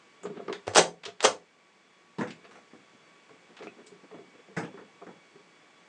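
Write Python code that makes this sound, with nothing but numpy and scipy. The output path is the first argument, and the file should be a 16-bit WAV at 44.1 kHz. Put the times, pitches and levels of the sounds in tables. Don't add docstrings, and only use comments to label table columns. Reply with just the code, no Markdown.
import sys
import numpy as np
from scipy import signal
from scipy.fft import rfft, irfft
from scipy.io import wavfile
from scipy.ndimage import uniform_filter1d

SR = 44100
rng = np.random.default_rng(int(sys.argv[2]) if len(sys.argv) > 2 else 0)


def dump(signal):
    limited = np.clip(np.atleast_2d(signal).T, -1, 1)
    pcm = np.round(limited * 32767).astype(np.int16)
    wavfile.write(sys.argv[1], SR, pcm)


N = 259426
SIZE = 2 ** 15
T, HZ = np.arange(SIZE) / SR, np.fft.rfftfreq(SIZE, 1 / SR)


def amp(db):
    return 10 ** (np.asarray(db) / 20)


def unit(x):
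    return x / np.sqrt(np.sum(x ** 2) + 1e-20)


def curve_at(points, hz):
    point_hz, value = np.transpose(points)
    return np.interp(np.log(hz + 1), np.log(point_hz), value)


def add(mix, s, sound):
    part = mix[round(s * SR):][:len(sound)]
    part += sound[:len(part)]


def causal(gain):
    cepstrum = irfft(np.log(gain + 1e-7))
    cepstrum[1:SIZE // 2] *= 2
    cepstrum[SIZE // 2 + 1:] = 0
    return np.exp(rfft(cepstrum))


def noise(colour):
    gain = amp(curve_at(colour, np.fft.rfftfreq(N, 1 / SR)))
    return unit(irfft(rfft(rng.standard_normal(N)) * gain, N)) * np.sqrt(N)


def drift(rate_hz):
    knots = rng.standard_normal(2048)
    return np.interp(np.arange(N) / SR * rate_hz, np.arange(len(knots)), knots)


def room_echoes(count=12):
    # frequency in Hz, seconds to fade by 60 dB (called t60).
    fade_times = [(100, 0.39), (220, 0.33), (500, 0.24), (1200, 0.2), (3000, 0.18), (8000, .19)]
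    hz, t60 = np.transpose(fade_times)
    bands = np.array([np.interp(np.log(HZ + 1), np.log(hz), row) for row in np.eye(len(hz))])
    fade = np.exp(-np.log(1000) * T / t60[:, None])
    return [unit((irfft(bands * rfft(rng.standard_normal(SIZE))) * fade).sum(0)) for _ in range(count)]


def blows(hits, colour, modes, crack_db, room_db, build_s, softness, patchy_db):
    resonance = 1 + sum(amp(db) / (1 + 2j * (HZ - hz) / width) for hz, width, db in modes)
    bass = 1 / (1 + (HZ / 250) ** 4)
    treble = HZ ** 2 / (HZ ** 2 + 2000 ** 2)
    colour_db, echoes, out = curve_at(colour, HZ), room_echoes(), np.zeros(N)
    patch_hz = np.geomspace(400, 10000, 30)
    for k, (s, db, bass_db, bright_db, contact_s) in enumerate(hits):
        contact = np.exp(-T / contact_s)
        press = 1 - contact ** (1 / softness)
        grind = unit(rng.standard_normal(SIZE) * contact * press)
        grind[0] += amp(crack_db)
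        echo = unit(echoes[k % len(echoes)] * (1 - contact) * (1 - np.exp(-T / build_s)))
        strike = rfft(grind + amp(room_db) * echo)
        strike_level = np.sqrt(uniform_filter1d(abs(strike) ** 2, size=120))
        spot_db = patchy_db * np.interp(HZ, patch_hz, rng.uniform(-1, 1, len(patch_hz)))
        tone = causal(amp(colour_db + spot_db + bass_db * bass + bright_db * treble) / strike_level)
        sound = irfft(strike * tone * resonance) * (1 - (T / T[-1]) ** 2)
        add(out, s, amp(db) * np.sqrt(SR / 100) * unit(sound))
    return out


def ring(hz, db, t60, wander, swell_cycles=.8):
    turns = hz * np.cumsum(1 + wander * drift(hz / 3)[:SIZE]) / SR
    swell = (1 - np.exp(-T * hz / swell_cycles)) ** 2
    return amp(db) * swell * np.exp(-np.log(1000) * T / t60) * np.sin(2 * np.pi * turns)


def touch(s, db, hard_db, contact_s, bass_db=0):
    return s, db, bass_db - 0.34 * hard_db, hard_db, contact_s


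def fan(level_db=-60, waver=.005, flutter_db=2.8):
    # frequency in Hz, relative level of the hiss in dB.
    air_colour = [(18, -60.5), (30, -38.5), (127, -11.5), (174, 0), (251, -4), (329, -0.5), (452, -1.5),
                  (591, -4.5), (1060, -5), (1140, -7), (1460, -6), (2260, -5.5), (3690, -14), (7870, -19.5),
                  (10300, -37), (13400, -64.5), (22000, -120)]
    # pitch of a blade tone in Hz, level in dB compared with the hiss.
    blade_tones = [(1131, -11.5), (2265, -12.5), (3397, -16), (4527, -22.5)]
    time = np.cumsum(1 + waver * drift(30)) / SR
    whine = sum(amp(db + flutter_db * drift(18)) * np.sqrt(2) * np.sin(2 * np.pi * hz * time)
                for hz, db in blade_tones)
    return amp(level_db) * (noise(air_colour) + whine)


def rubbing(fade_s=0.098, lumpy_db=7):
    # frequency in Hz, relative level in dB.
    colour = [(40, -30), (100, -7.5), (170, 12), (420, 15.5), (700, -0.5), (1500, -1), (4000, -16),
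              (9000, -58)]
    # start in seconds, length in seconds, level in dB.
    rubs = [(0.198, .4, -51), (2.28, .36, -63.5), (3.377, 1.57, -65.5), (4.933, 0.57, -69.5)]
    t = np.arange(N) / SR
    level = sum(amp(db) * np.clip(np.minimum(t - s, s + length - t) / fade_s, 0, 1)
                for s, length, db in rubs)
    return noise(colour) * level * amp(lumpy_db * drift(45))


def fittings():
    # frequency in Hz, relative level in dB.
    colour = [(100, -28.5), (600, -1), (1100, 0), (1800, 3), (3600, 2.5), (5200, -5), (8000, -12.5),
              (9800, -33)]
    # ringing pitch in Hz, width in Hz, dB above the colour.
    modes = [(2610, 60, -2.5), (7000, 39, 5.5), (3330, 27, -16), (4820, 94, -2.5)]
    # start in seconds, strength in dB, brightness in dB, contact time in seconds.
    ticks = [(.254, -48.5, -9, 0.011), (.5265, -34.5, -5.5, 0.0033), (1.034, -37, -10, 0.0067),
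             (1.052, -32, 12, 0.0048), (1.061, -38, 1.5, .0024), (1.196, -48, -19, 0.0067),
             (1.2045, -28, -3.5, 0.0026), (2.304, -42.5, 4, 0.0084), (3.566, -48, -8, 0.0088),
             (3.589, -49.5, -15, 0.0049), (3.622, -44.5, -21, 0.0056), (3.867, -54, 41, 0.007)]
    # start in seconds, pitch in Hz, level in dB.
    pings = [(0.232, 7200, -47.5), (.481, 1120, -37.5), (3.671, 2490, -43.5), (3.864, 7870, -54)]
    hits = [(s, db, 0, bright_db, contact_s) for s, db, bright_db, contact_s in ticks]
    out = blows(hits, colour, modes, crack_db=-19.5, room_db=-4.5,
                build_s=0.0052, softness=0.58, patchy_db=3.5)
    for s, hz, db in pings:
        add(out, s, ring(hz, db, t60=0.16, wander=0.089, swell_cycles=1.7))
    return out


def shell():
    # frequency in Hz, relative level in dB.
    colour = [(40, -49), (100, -32.5), (185, 2), (250, -10.5), (430, -2), (620, -5.5), (1300, -8.5),
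              (2200, -15.5), (5000, -34), (9000, -59.5)]
    # ringing pitch in Hz, width in Hz, dB above the colour.
    modes = [(412.5, 30, 20), (476, 20, -10), (682, 18, 10), (1210, 130, -3)]
    # start in seconds, strength in dB, hardness in dB, contact time in seconds.
    bumps = [(.234, -39, -2, 0.0018), (.252, -30, -21.5, 0.0055), (.298, -34, -23, 0.0045),
             (0.367, -45, -16, 0.013), (0.395, -35, -14, .011), (.4805, -31.5, 6, 0.0042),
             (.494, -29, 0, 0.0061), (0.674, -37.5, 24, 0.0078), (1.058, -35, 10, 0.0069),
             (1.075, -34.5, 2, 0.015), (2.442, -47, 27, 0.014), (3.604, -40, -19, 0.0068),
             (3.670, -39.5, 9, .0015), (3.787, -48, -20, 0.0032), (3.918, -45, -32, 0.0042),
             (4.112, -41.5, -2, 0.0054), (4.185, -42.5, -17, 0.0044), (4.484, -47, -21, 0.0039),
             (4.740, -42, -12, 0.0077), (5.014, -40.5, -3, .015), (5.354, -48, -10, 0.0046)]
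    # start in seconds, level in dB.
    lid_thumps = [(.672, -31), (1.065, -46.5), (1.262, -38)]
    out = blows([touch(*row) for row in bumps], colour, modes, crack_db=-16, room_db=-8,
                build_s=.003, softness=0.35, patchy_db=6)
    for s, db in lid_thumps:
        add(out, s, ring(hz=102.2, db=db, t60=0.17, wander=.012))
    return out


def snap(s, slide_s, chatter_s, db, bright_db):
    slip_bright_db, slip_contact_s = 9, .01
    average_gap_s, bounce_contact_s = .0055, .005
    hits = [(s + part * slide_s, db - 13.5 + 3.5 * part, 0, slip_bright_db, slip_contact_s)
            for part in (0, .5)]
    for progress in np.linspace(0, 1, round(chatter_s / average_gap_s) + 1) ** .75:
        at = s + slide_s + progress * chatter_s
        arch = np.sin(np.pi * progress)
        bass_db = -2.5 + 10.5 * progress
        hits.append((at, db + arch, bass_db, bright_db - 1.5 + 10 * arch, bounce_contact_s))
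    return hits


def latches():
    # frequency in Hz, relative level in dB.
    colour = [(40, -32.5), (110, -28.5), (190, -8.5), (250, -13.5), (430, 5.5), (800, 2.5), (1050, -2),
              (1600, -3), (2300, -8.5), (5000, -8.5), (6500, -11), (8200, -11.5), (9400, -21.5),
              (10300, -53)]
    # ringing pitch in Hz, width in Hz, dB above the colour.
    modes = [(285, 9.9, 2.5), (418, 25, 0), (484, 18, -2), (522, 18, 2), (723, 16, -2), (737, 90, -6),
             (879, 13, 0.5), (1160, 31, 1.5), (1487, 15, -1), (2560, 36, -2), (2480, 14, -4.5),
             (2830, 96, 0), (3220, 19, 6), (4150, 20, -9), (4560, 20, -9.5), (4830, 22, 3),
             (5160, 26, -16.5), (5840, 26, -10.5), (6160, 120, 2)]
    # start in seconds, strength in dB, hardness in dB, contact time in seconds.
    thumb_pries = [(.669, -38.5, -5, .008), (.679, -28, -10.5, .001), (.712, -41, -9.5, 0.022),
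                   (.736, -37.5, -3.5, 0.0074)]
    # start, slide time and chatter time in seconds; strength, brightness and
    # panel boom in dB; pitch of the lever's clack in Hz.
    snaps = [(0.7488, .0105, .034, -12, -1.5, -5.5, 788), (1.228, 0.013, .0145, -13.5, -2, -21, 910)]
    # pitch in Hz, dB added to the boom, fade time in seconds, wander as a share of pitch.
    panel_modes = [(169.6, -22.5, 0.45, .005), (430, -5, .1, 0.11), (534, -11, 0.235, 0.0092),
                   (754, -11.5, .26, .006)]
    hits, out = [touch(*row) for row in thumb_pries], np.zeros(N)
    for s, slide_s, chatter_s, db, bright_db, boom_db, lever_hz in snaps:
        hits += snap(s, slide_s, chatter_s, db, bright_db)
        midway = s + slide_s + chatter_s / 2
        add(out, midway, ring(lever_hz, db + 2, t60=0.032, wander=.22))
        for hz, mode_db, t60, wander in panel_modes:
            add(out, midway, ring(hz, boom_db + mode_db, t60, wander))
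    return out + blows(hits, colour, modes, crack_db=-9, room_db=-6,
                       build_s=0.0021, softness=0.098, patchy_db=5.5)


def feet(step_bass_db=0.5, sole_dulling_db=6.5):
    # frequency in Hz, relative level in dB.
    colour = [(40, -50.5), (75, -27.5), (120, -8.5), (185, -0.5), (300, -1), (600, -9), (1000, -12),
              (1700, -15.5), (2700, -27), (5000, -36), (8000, -39), (10000, -59)]
    # ringing pitch in Hz, width in Hz, dB above the colour.
    modes = [(181, 20, -24), (318, 8.4, -1), (490, 12, -10), (1500, 41, -31)]
    # start in seconds, heel strength in dB, seconds until the sole lands, sole strength in dB,
    # contact time in seconds, heel brightness in dB, floorboard pitch in Hz, shoe pitch in Hz.
    steps = [(2.184, -26, .025, -25.5, 0.0057, 9, 220, 963), (4.566, -26, .064, -35, 0.016, 8, 170.6, 1656)]
    # start in seconds, strength in dB, hardness in dB.
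    shuffles = [(2.273, -40.5, 15.5), (2.511, -48.5, 12.5), (2.554, -46.5, 4), (2.732, -45, -3),
                (2.93, -54.5, -28), (3.293, -47.5, -6), (3.632, -40, 9.5), (4.142, -41, -5),
                (4.773, -42, -8), (4.797, -53, -13), (5.066, -40, -10), (5.087, -46.5, -16)]
    hits = [touch(*row, contact_s=0.0044, bass_db=-3.5) for row in shuffles]
    out = np.zeros(N)
    for s, heel_db, roll_s, sole_db, contact_s, heel_bright_db, board_hz, clack_hz in steps:
        heel = (s, heel_db, heel_bright_db)
        sole = (s + roll_s, sole_db, heel_bright_db - sole_dulling_db)
        for at, db, bright_db in heel, sole:
            hits.append((at, db, step_bass_db, bright_db, contact_s))
            add(out, at, ring(board_hz, db + 3.5, t60=0.11, wander=0.033))
            clack_db = db - 8 + 0.9 * bright_db
            add(out, at, ring(clack_hz, clack_db, t60=0.11, wander=0.131, swell_cycles=6))
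    return out + blows(hits, colour, modes, crack_db=-15, room_db=3,
                       build_s=0.0054, softness=0.22, patchy_db=7.5)


def gain_control(x, threshold_db=-26.5, cut_share=0.27, attack_s=0.0047, recovery_db_per_s=3.5):
    keep = np.exp(-1 / (attack_s * SR))
    power = signal.lfilter([1 - keep], [1, -keep], (x ** 2).mean(0))
    cut_db = cut_share * np.maximum(10 * np.log10(power + 1e-12) - threshold_db, 0)
    recovered_db = recovery_db_per_s * np.arange(N) / SR
    return x * amp(recovered_db - np.maximum.accumulate(cut_db + recovered_db))


def scene():
    return (fan() + rubbing() + fittings() + shell() + feet() + latches())[None]


def record(dry, low_cut_hz=46, high_cut_hz=10550):
    low_cut = signal.butter(2, low_cut_hz, "high", fs=SR, output="sos")
    high_cut = signal.firwin(511, high_cut_hz, window=("kaiser", 9), fs=SR)
    heard = gain_control(signal.sosfilt(low_cut, dry))
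    return signal.oaconvolve(heard, high_cut[None], "same")


dry = scene()
out = record(dry)
dump(out)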